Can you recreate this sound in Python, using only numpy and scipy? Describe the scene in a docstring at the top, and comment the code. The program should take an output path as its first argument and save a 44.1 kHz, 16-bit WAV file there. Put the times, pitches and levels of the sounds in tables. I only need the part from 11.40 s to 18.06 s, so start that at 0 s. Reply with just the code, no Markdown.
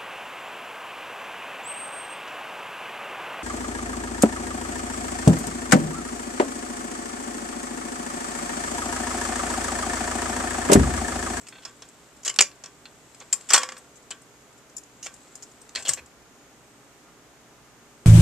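"""First heard are a low rumble, a motor hum and a grainy rub; then ticks, as a record changer starts its cycle.
It stands in a small furnished room, close to a stereo microphone. Rumble and rub are coloured noise,
the hum is a few wavering sines, and buzz and whirr are resonances that swell with a 45 rpm platter.
Levers tick, scrape and snap: each blow is a burst of chatter that sets steel deck, lever and cabinet ringing.
Late in the cycle the sprung chassis thumps softly in decaying low sines."""
import sys
import numpy as np
from scipy import signal
from scipy.fft import rfft, irfft, next_fast_len
from scipy.io import wavfile
from scipy.ndimage import uniform_filter1d

SR = 44100
rng = np.random.default_rng(int(sys.argv[2]) if len(sys.argv) > 2 else 0)


def dump_mix(stems):
    """Bounce the given channels to the path in sys.argv[1] as a 16-bit WAV at rate SR."""
    frames = np.atleast_2d(stems).T  # one column per channel
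    limited = np.clip(frames, -1, 1)  # hard clip at full scale
    pcm = np.round(limited * 32767).astype(np.int16)
    wavfile.write(sys.argv[1], SR, pcm)


N = 293697
TIME = np.arange(N) / SR
TURN_S = 60 / 45  # one turn of the platter
CYCLE_END_S = 4.7


def amp(db):
    """Decibels to an amplitude factor."""
    return 10 ** (np.asarray(db) / 20)


def evened(x):
    """Scale to an rms of 1."""
    return x / np.sqrt(np.mean(x ** 2) + 1e-20)


def read(points, hz):
    """A spectrum table, joined by straight lines on a log-frequency axis."""
    f, value = np.transpose(points)
    return np.interp(np.log(hz + 1), np.log(f + 1), value)


def add(mix, s, sound):
    """Mix a sound in at s seconds, cut off at the end."""
    part = mix[..., round(s * SR):][..., :sound.shape[-1]]
    part += sound[..., :part.shape[-1]]


def swell(period, peak_s):
    """A rise and fall between -1 and 1 that repeats as the platter turns."""
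    return np.cos(2 * np.pi * (TIME - peak_s) / period)


def drift(count):
    """Slow chance, drawn anew at evenly spaced moments."""
    return np.interp(TIME, np.linspace(0, TIME[-1], count), rng.standard_normal(count))


def microphone_ports(z, hz, likeness, balance):
    """Two unrelated spectra become a partly alike left and right of the same total power."""
    same = np.clip(read(likeness, hz), 0, 1)
    lean = amp(read(balance, hz))
    left = lean * z[0]
    right = same * z[0] + np.sqrt(1 - same ** 2) * z[1]
    return np.array([left, right]) * np.sqrt(2 / (1 + lean ** 2))


def noise(colour, likeness, balance):
    """Steady stereo noise of rms 1."""
    hz = np.fft.rfftfreq(N, 1 / SR)
    z = microphone_ports(rfft(rng.standard_normal((2, N))), hz, likeness, balance)
    return evened(irfft(z * amp(read(colour, hz)), N))


def resonate(x, modes):
    """Steep resonances (f/Hz, single-pass width/Hz, level/dB), each passed twice; the sum has rms 1."""
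    size = next_fast_len(N)
    hz = np.fft.rfftfreq(size, 1 / SR)
    body = sum(amp(db) / (1 + 2j * (hz - f) / width) ** 2 for f, width, db in modes)
    return evened(irfft(rfft(x, size) * body, size)[..., :N])


# spectrum of the rumble: f/Hz, relative level/dB per Hz
RUMBLE_COLOUR = [(20, -16), (40, -16), (62, -2), (88, -16.5), (120, -2.5), (200, -6), (290, -3), (400, -5),
                 (600, -7.5), (1200, -9.5), (2300, -14), (4400, -19.5), (7000, -16), (9000, -24),
                 (14000, -27.5)]
# how alike the rumble is at the two microphone ports: f/Hz, likeness 0-1
RUMBLE_LIKENESS = [(30, .4), (60, .67), (130, 0.68), (280, .94), (610, 0.78), (1330, 0.48), (2880, 0.12),
                   (6250, 0.083)]
# lean of the rumble between the ports: f/Hz, left over right level/dB
RUMBLE_BALANCE = [(40, -4), (110, -2.5), (670, -.5), (7400, 0)]


def rumble(level_db=-54):
    """Steady broad rumble under the platter: coloured noise, partly alike at the two ports."""
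    return amp(level_db) * noise(RUMBLE_COLOUR, RUMBLE_LIKENESS, RUMBLE_BALANCE)


# motor lines: f/Hz, rms level/dB before the common trim
HUM_LINES = [(59, -77.5), (119.7, -70), (241, -68.5), (290, -68), (410, -66)]


def hum(waver=.004, trim_db=-3.0):
    """Motor lines as sines whose pitches waver together by chance."""
    speed = 1 + waver * drift(count=60)
    elapsed = np.cumsum(speed) / SR
    out = 0
    for hz, db in HUM_LINES:
        line = np.sin(2 * np.pi * (hz * elapsed + rng.random()))
        out = out + amp(db + trim_db) * np.sqrt(2) * line
    return out


# rubbing of the cam: t/s, level/dB before the trim
CAM_LEVEL = [(0.0, -60), (0.8, -64), (0.92, -63), (1.49, -67.5), (1.81, -61), (2.13, -51.5), (2.21, -54),
             (2.37, -62), (2.84, -75), (3.32, -74.5), (3.82, -59), (4.2, -62.5), (4.48, -67), (4.7, -79)]
# spectrum of the rubbing: f/Hz, relative level/dB per Hz
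CAM_COLOUR = [(200, -13), (600, 3), (1600, -4.5), (4000, -2.5), (6000, -6.5), (7700, 7.5), (9500, -10),
              (14000, -31.5)]
# how alike the mechanism is at the two microphone ports: f/Hz, likeness 0-1
HIT_LIKENESS = [(200, 1), (2000, 0.95), (4000, 0.95), (7000, 0.5), (9000, 0.97), (13000, .3)]
# lean of the mechanism between the ports: f/Hz, left over right level/dB
HIT_BALANCE = [(200, -0.8), (1100, -1.5), (2200, -1), (4200, 0), (6000, -6.5), (6800, -3), (7400, 8),
               (8300, 11.5), (11000, 10.5), (13800, 17)]


def cam(grain_db=2.0, trim_db=1.5, stop_db_per_s=87):
    """Grainy rubbing of the cam while the cycle runs: noise roughened by fast level changes."""
    slow_noise = evened(uniform_filter1d(rng.standard_normal(N), size=180))
    grain = evened(amp(grain_db * slow_noise))
    level_db = trim_db + np.interp(TIME, *np.transpose(CAM_LEVEL))
    level_db -= stop_db_per_s * np.maximum(TIME - CYCLE_END_S, 0)
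    return noise(CAM_COLOUR, HIT_LIKENESS, HIT_BALANCE) * grain * amp(level_db)


# loose parts near the motor: f/Hz, single-pass width/Hz, rms level/dB before swell and drift, swell peak t/s
BUZZ_MODES = [(6000, 360, -88.5, 5.1), (6775, 410, -69, 5.1), (8100, 600, -72, 5.55)]


def buzz(mains_hz=60, rough=.4, swell_db=2, drift_db=2.5):
    """Loose parts are tapped at each half cycle of the mains, to and fro, and buzz most once a turn."""
    swing = np.sin(2 * np.pi * mains_hz * TIME)
    taps = evened(np.diff(np.tanh(swing * 150), prepend=0))
    paths = rng.standard_normal((2, 500)) / np.sqrt(500)  # the taps reach the air by many paths
    drive = signal.fftconvolve(taps[None], paths, axes=1)[:, :N]
    drive += rough * rng.standard_normal((2, N))
    out = np.zeros((2, N))
    for hz, width, db, peak_s in BUZZ_MODES:
        level_db = db + swell_db * swell(TURN_S, peak_s) + drift_db * drift(count=30)
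        out += resonate(drive, [(hz, width, 0)]) * amp(level_db)
    return out


# resonances of the drive wheel: f/Hz, single-pass width/Hz, relative level/dB
WHIRR_MODES = [(693, 85, -2.5), (800, 40, -3), (1243, 50, -1), (1400, 25, 3), (1830, 1400, -13),
               (2780, 680, -18.5)]


def whirr(base_db=-70, free_db=1.5, swell_db=3.5, peak_s=5.64, flutter_db=2.2):
    """The rubber drive wheel rolls unevenly inside the platter: resonant noise that flutters."""
    free = np.clip((TIME - CYCLE_END_S) / 0.27, 0, 1)  # the cam lets go of the drive
    level_db = base_db + free * (free_db + swell_db * swell(TURN_S / 2, peak_s))
    level_db += flutter_db * drift(count=90)
    return resonate(rng.standard_normal(N), WHIRR_MODES) * amp(level_db)


def causal(gain):
    """The minimum-phase response with this gain: nothing sounds before the blow."""
    log_gain = np.log(np.maximum(gain, 1e-6))
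    circle = np.concatenate([log_gain, log_gain[-2:0:-1]])
    return np.exp(np.conj(signal.hilbert(circle)))[:len(gain)]


# colour of a blow on the deck: f/Hz, relative level/dB per Hz
DECK_COLOUR = [(60, -58.5), (140, -39.5), (230, -11), (330, -14), (480, -6), (750, -3), (1150, -2),
               (1800, -1.5), (3000, 1.5), (3800, -3), (5400, 1.5), (6200, -0.5), (7500, 3.5), (9500, -11),
               (13500, -26.5)]
# phase between the microphone ports: f/Hz, radians by which left leads
HIT_PHASE = [(500, 0), (2000, -.1), (3500, -.4), (5000, -1), (6200, -.5), (7200, .2), (8500, -.8),
             (12000, -1.6)]


def contact(length, part_hz, click_db, thud_db, knock_db, tick_db, chatter_db=2.5, release=0.0018, sag_db=2.0,
            part_db=10.0, part_width=720.0, ripple_db=3.5, size=4096):
    """Metal chatters on metal for a moment; hard contacts tick, heavy ones knock and thud."""
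    t, hz = np.arange(size) / SR, np.fft.rfftfreq(size, 1 / SR)
    roughness = evened(uniform_filter1d(rng.standard_normal(size), size=40))
    sag = amp(-sag_db * np.minimum(t / length, 1))
    let_go = np.exp(-np.maximum(t - length, 0) / release)
    force = amp(chatter_db * roughness) * sag * let_go
    z = rfft(force * rng.standard_normal((2, size)))
    z /= np.sqrt(uniform_filter1d(abs(z) ** 2, size=110, axis=1))  # every contact excites all bands
    z /= abs(z) ** (1 / (1 + (hz / 1200) ** 2))  # to the low notes the chatter is one even push
    hardness = [(600, thud_db), (1400, knock_db), (3600, knock_db), (5400, 0.0031), (8200, 0), (11000, tick_db)]
    # each small part has one strong resonance and many lesser ones
    ripple = uniform_filter1d(rng.standard_normal(len(hz)), size=22)
    ripple = evened(uniform_filter1d(ripple, size=14))
    part = part_db / (1 + ((hz - part_hz) / part_width) ** 2)
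    part += ripple_db * ripple * np.minimum(hz / 2000, 1)
    gain = evened(amp(read(DECK_COLOUR, hz) + part)) * amp(click_db + read(hardness, hz))
    z = microphone_ports(z, hz, HIT_LIKENESS, HIT_BALANCE) * causal(gain)
    z[1] *= np.exp(-1j * read(HIT_PHASE, hz))
    return irfft(z)[:, :size * 3 // 4]


def ring(push, modes, width_hz=5.):
    """Each push adds energy to every mode, which drains away at the mode's own rate."""
    energy = signal.lfilter(np.ones(130) / 130, 1, push ** 2)  # the ring takes a moment to spread
    out = np.zeros(N)
    for hz, db, t60 in modes:
        damping = np.log(1000) / t60 / SR
        stored = signal.lfilter([1], [1, -np.exp(-2 * damping)], energy + 1e-20)
        swing = 2 * damping * np.sqrt(stored)
        # moving parts lean on the metal, so the pitch wanders a little
        wander = np.cumsum(rng.standard_normal(N)) * np.sqrt(2 * np.pi * width_hz / SR)
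        out += amp(db) * swing * np.sin(2 * np.pi * hz * TIME + wander)
    return out


# decay of the furnished room: f/Hz, t60/s
ROOM_DECAY = [(200, .34), (700, 0.089), (2000, 0.17), (5000, 0.17), (8000, 0.14), (13000, 0.27)]


def room(x, cabinet_db=-10.0, cabinet_t60=0.02, room_db=-12.0, onset=0.012):
    """Quick echoes from the cabinet, then the short tail of a furnished room, as decaying noise."""
    hz, t, z = signal.stft(rng.standard_normal((2, SR // 2)), SR, nperseg=128)
    same = np.clip(read(HIT_LIKENESS, hz), 0, 1)[:, None] ** 2
    z[1] = same * z[0] + np.sqrt(1 - same ** 2) * z[1]
    cabinet_echo = (cabinet_db, cabinet_t60, z[..., ::-1])
    room_tail = (room_db, read(ROOM_DECAY, hz)[:, None], z)
    response = 0
    for db, t60, taps in [cabinet_echo, room_tail]:
        tail = signal.istft(taps * np.exp(-np.log(1000) * t / t60), SR, nperseg=128)[1]
        tail *= np.minimum(np.arange(tail.shape[1]) / SR / onset, 1) ** 2
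        response = response + amp(db) * tail / np.linalg.norm(tail[0])
    return x + signal.fftconvolve(x, response, axes=1)[:, :N]


# Every blow is t/s, contact length/s, struck part f/Hz, click level/dB, weight level/dB;
# weight adds body and ring under the click.
def stray_ticks(per_s=4, level_db=-32.5, length=.006, part_hz=7300., spread_hz=700., spread_db=5.0):
    """Faint ticks at random moments, stirred by the cam as it turns until the cycle ends."""
    blows = []
    for when, pitch, force in rng.random((round(per_s * CYCLE_END_S), 3)):
        hz = part_hz + spread_hz * (2 * pitch - 1)
        db = level_db + spread_db * (2 * force - 1)
        blows.append((when * CYCLE_END_S, length, hz, db, 0))
    return blows


def judder(start_s=.124, gap_s=.029, level_db=-36, fall_db=2.2, count=3, length=.009, part_hz=1530.):
    """The long lever judders as the cam first takes it up: evenly spaced dull taps that die away."""
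    return [(start_s + k * gap_s, length, part_hz, level_db - k * fall_db, 0) for k in range(count)]


# rebounds of the heaviest clunk: t/s
REBOUND_TIMES = [2.1613, 2.178, 2.232, 2.289, 2.32, 2.367]


def rebounds(level_db=12.5, fall_db_per_s=148, dulling_db_per_s=30.5, length=.0035, part_hz=1300., weight_db=-5.0):
    """The heaviest clunk bounces; each rebound is weaker and duller than the one before."""
    blows = []
    for s in REBOUND_TIMES:
        since = s - REBOUND_TIMES[0]
        click_db = level_db - fall_db_per_s * since
        blows.append((s, length, part_hz, click_db, weight_db + dulling_db_per_s * since))
    return blows


# Blow tables, all: t/s, contact length/s, struck part f/Hz, click level/dB, weight level/dB
# light pawls ticking over the cam
TICKS = [(0.011, 0.0097, 8300, -22.5, -11), (0.085, .0056, 8200, -14.5, 5),
         (0.487, 0.0028, 8100, -23.5, -5), (0.832, .005, 6630, -17.5, 3), (.8491, 0.0095, 6440, -0.5, 1.5),
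         (0.9405, .003, 7280, -13, 6.5), (.961, 0.0034, 8650, -9, 7.5), (1.746, 0.004, 7800, -22, 7),
         (1.9275, 0.0064, 7730, 11.5, 0), (2.009, .004, 8040, -20, 7), (2.378, 0.0086, 8400, -19.5, -17),
         (2.557, 0.02, 7260, -21.5, -6), (2.818, .006, 8450, -26.5, -13), (3.366, 0.0062, 7140, -7, -15),
         (3.381, 0.0037, 6900, -11, -7), (3.435, .002, 6800, -23.5, -7), (3.627, 0.036, 6650, -5, 1.5),
         (3.739, 0.0062, 8100, -19.5, -9), (3.954, .0046, 7060, -12.5, -10), (4.024, 0.014, 6580, -12, 1),
         (4.215, 0.0059, 8600, -22.5, -18), (4.291, .003, 6700, -21, 6.5), (4.491, 0.003, 8300, 10, 4),
         (4.534, 0.0041, 7660, 2.5, -1), (4.66, 0.0056, 7700, -25, -7)]
# sprung latches snapping over
SNAPS = [(0.069, .0087, 2660, -15.5, -6.5), (.878, .005, 6460, 5, -1), (0.894, .0047, 7100, -2.5, -0.5),
         (.899, .0035, 2910, -0.5, -5.5), (0.9878, 0.0039, 4700, 12.5, 1.5), (.992, .0045, 2900, 10, 2.5),
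         (1.0073, 0.0055, 7480, 17, 1), (1.0204, .0035, 6140, 8, -3), (1.8002, .0064, 6300, -16, -3),
         (2.089, .012, 7560, -1, -4), (2.1343, .005, 8160, 18.5, -3), (2.216, .009, 7340, -12.5, 11.5),
         (4.351, .0068, 4370, -5, -2.5)]
# knocks on the long lever
LEVER_KNOCKS = [(0.223, 0.019, 3270, -23, -0.5), (1.113, 0.0039, 4280, -26.5, 0),
                (1.455, 0.0048, 4300, -23, 7.5), (2.714, 0.0093, 2800, -20.5, 8.5),
                (4.3586, 0.002, 4210, 2, -4), (4.367, .015, 2200, -5, -4.5)]
# the tone arm's linkage meeting its stops
STOPS = [(.251, .0061, 5360, -7.5, 1.5), (.275, 0.026, 7150, -24, 6), (.421, .0046, 6100, -14.5, 2.5),
         (.859, .011, 7700, 0.5, 0.5), (1.238, .006, 5580, -10.5, -0.5), (1.259, .0031, 5400, -14, 0),
         (1.808, .017, 1530, -23.5, 9), (2.706, .0062, 7700, -5, -1.5), (3.663, 0.0066, 2400, -4, -2)]
# the heavy landing on the deck plate
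CLUNKS = [(2.1036, .008, 1460, 9, -4.52), (2.119, .015, 1420, 3, 1), (2.141, 0.012, 1300, 18.5, -3.1)]
# parts sliding home as the cycle ends
SCRAPES = [(4.385, 0.028, 7690, -9.5, 3.5), (4.424, 0.0092, 7600, -10.5, 1), (4.45, 0.019, 3300, -2.5, 0),
           (4.47, 0.0094, 3240, -5.5, 4), (4.482, 0.018, 8600, 5, -1.5), (4.509, 0.022, 8140, -5.5, 3),
           (4.574, 0.0236, 2060, -13.5, 5)]
# Kinds of blow, all relative to the click: thud level/dB, knock level/dB, tick level/dB,
# push on deck level/dB, push on lever level/dB, push on cabinet level/dB
# a light pawl
PAWL = (-11, -8, 7.5, -18, -30.5, -31.5)
# a sprung latch
LATCH = (-3.5, 1.5, -1, -19, -18, -12.5)
# a stop of the tone arm's linkage
STOP = (6, -3, 0, -1, 2.5, -19.5)
# a landing on the deck plate
DECK = (-0.5, -1, -2, 3, -5.5, -20.5)
# a knock on the long lever
LEVER = (-1, 2.5, -7.5, -22, 6, -5)
# a tap of the juddering lever
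JUDDER = (20, 18, 6, -3, 29, -10)
# a part sliding home
SLIDE = (7, -3.5, 5, -12, -3, -14)
# steel deck plate: f/Hz, resonance level/dB, t60/s
DECK_MODES = [(409, -2, .3), (517, 10, .6), (953, 3, .35), (1035, 7, .3), (1103, 13, .28), (1147, 16, .32),
              (1366, 9, .2), (1397, 9, .2), (1590, 6, .2), (1663, 8, .2), (1780, 8, .22), (1885, 10, .2),
              (2164, 3, .28), (2414, 9, .22), (2820, 4, .2), (3268, 7, .18), (3365, 3, .2), (3640, 3, .15),
              (4778, 4, .2), (5435, 5, .2), (6762, 7, .25), (7050, 6, .25), (7397, 4, .25), (7680, 7, .25)]
# long steel lever: f/Hz, resonance level/dB, t60/s
LEVER_MODES = [(640, 3, .17), (1030, 1, .15), (1551, 13, .35), (2270, 2, .12), (2634, 6, .1),
               (2880, 2, .15), (3252, 6, .13), (3420, 7, .1), (3640, 4, .1), (4290, 4, .06)]
# cabinet: f/Hz, resonance level/dB, t60/s
CABINET_MODES = [(177, -5.5, 0.37), (243, 3, 0.042), (393, 10.5, 0.083), (470, 7, .09), (575, 12.5, .16)]


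def mechanism(dulling=.3):
    """Every blow clicks, and pushes the deck plate, the long lever and the cabinet into ringing."""
    kinds = [(PAWL, TICKS + stray_ticks()), (LATCH, SNAPS), (STOP, STOPS), (DECK, CLUNKS + rebounds()),
             (LEVER, LEVER_KNOCKS), (JUDDER, judder()), (SLIDE, SCRAPES)]
    clicks, pushes = np.zeros((2, N)), np.zeros((3, N))
    for (thud_db, knock_db, tick_db, *push_db), blows in kinds:
        for s, length, part_hz, click_db, weight_db in blows:
            click = contact(max(length, 1e-3), part_hz, click_db, thud_db + weight_db,
                            knock_db + weight_db, tick_db - dulling * weight_db)
            add(clicks, s, click)
            add(pushes, s, amp(click_db + weight_db) * amp(push_db)[:, None])
    bodies = [DECK_MODES, LEVER_MODES, CABINET_MODES]
    return room(clicks) + sum(ring(push, modes) for push, modes in zip(pushes, bodies))


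# sway of the sprung chassis: t/s, level/dB before the soft onset, f/Hz, t60/s
THUMPS = [(4.37, -49.5, 85.5, 0.2), (4.485, -34, 143, 0.12), (4.49, -45, 80, 0.27),
          (4.605, -47, 73.3, 0.23)]


def chassis(rise=.01):
    """Soft low thumps of the deck on its springs: decaying sines with a soft onset."""
    out, t = np.zeros(N), np.arange(SR // 2) / SR
    for s, db, hz, t60 in THUMPS:
        envelope = (1 - np.exp(-t / rise)) * np.exp(-np.log(1000) * t / t60)
        add(out, s, amp(db) * envelope * np.sin(2 * np.pi * hz * t))
    return out


def scene():
    """All sources together at the stereo microphone."""
    return rumble() + hum() + cam() + buzz() + whirr() + mechanism() + chassis()


def record(dry, edge_hz=14300):
    """The microphone input clips at full scale; then a low-pass limits the band."""
    clipped = np.clip(dry, -1, 1)
    low_pass = signal.firwin(255, edge_hz, window=("kaiser", 7), fs=SR)
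    return signal.oaconvolve(clipped, low_pass[None], "same")


dry = scene()
out = record(dry)
dump_mix(out)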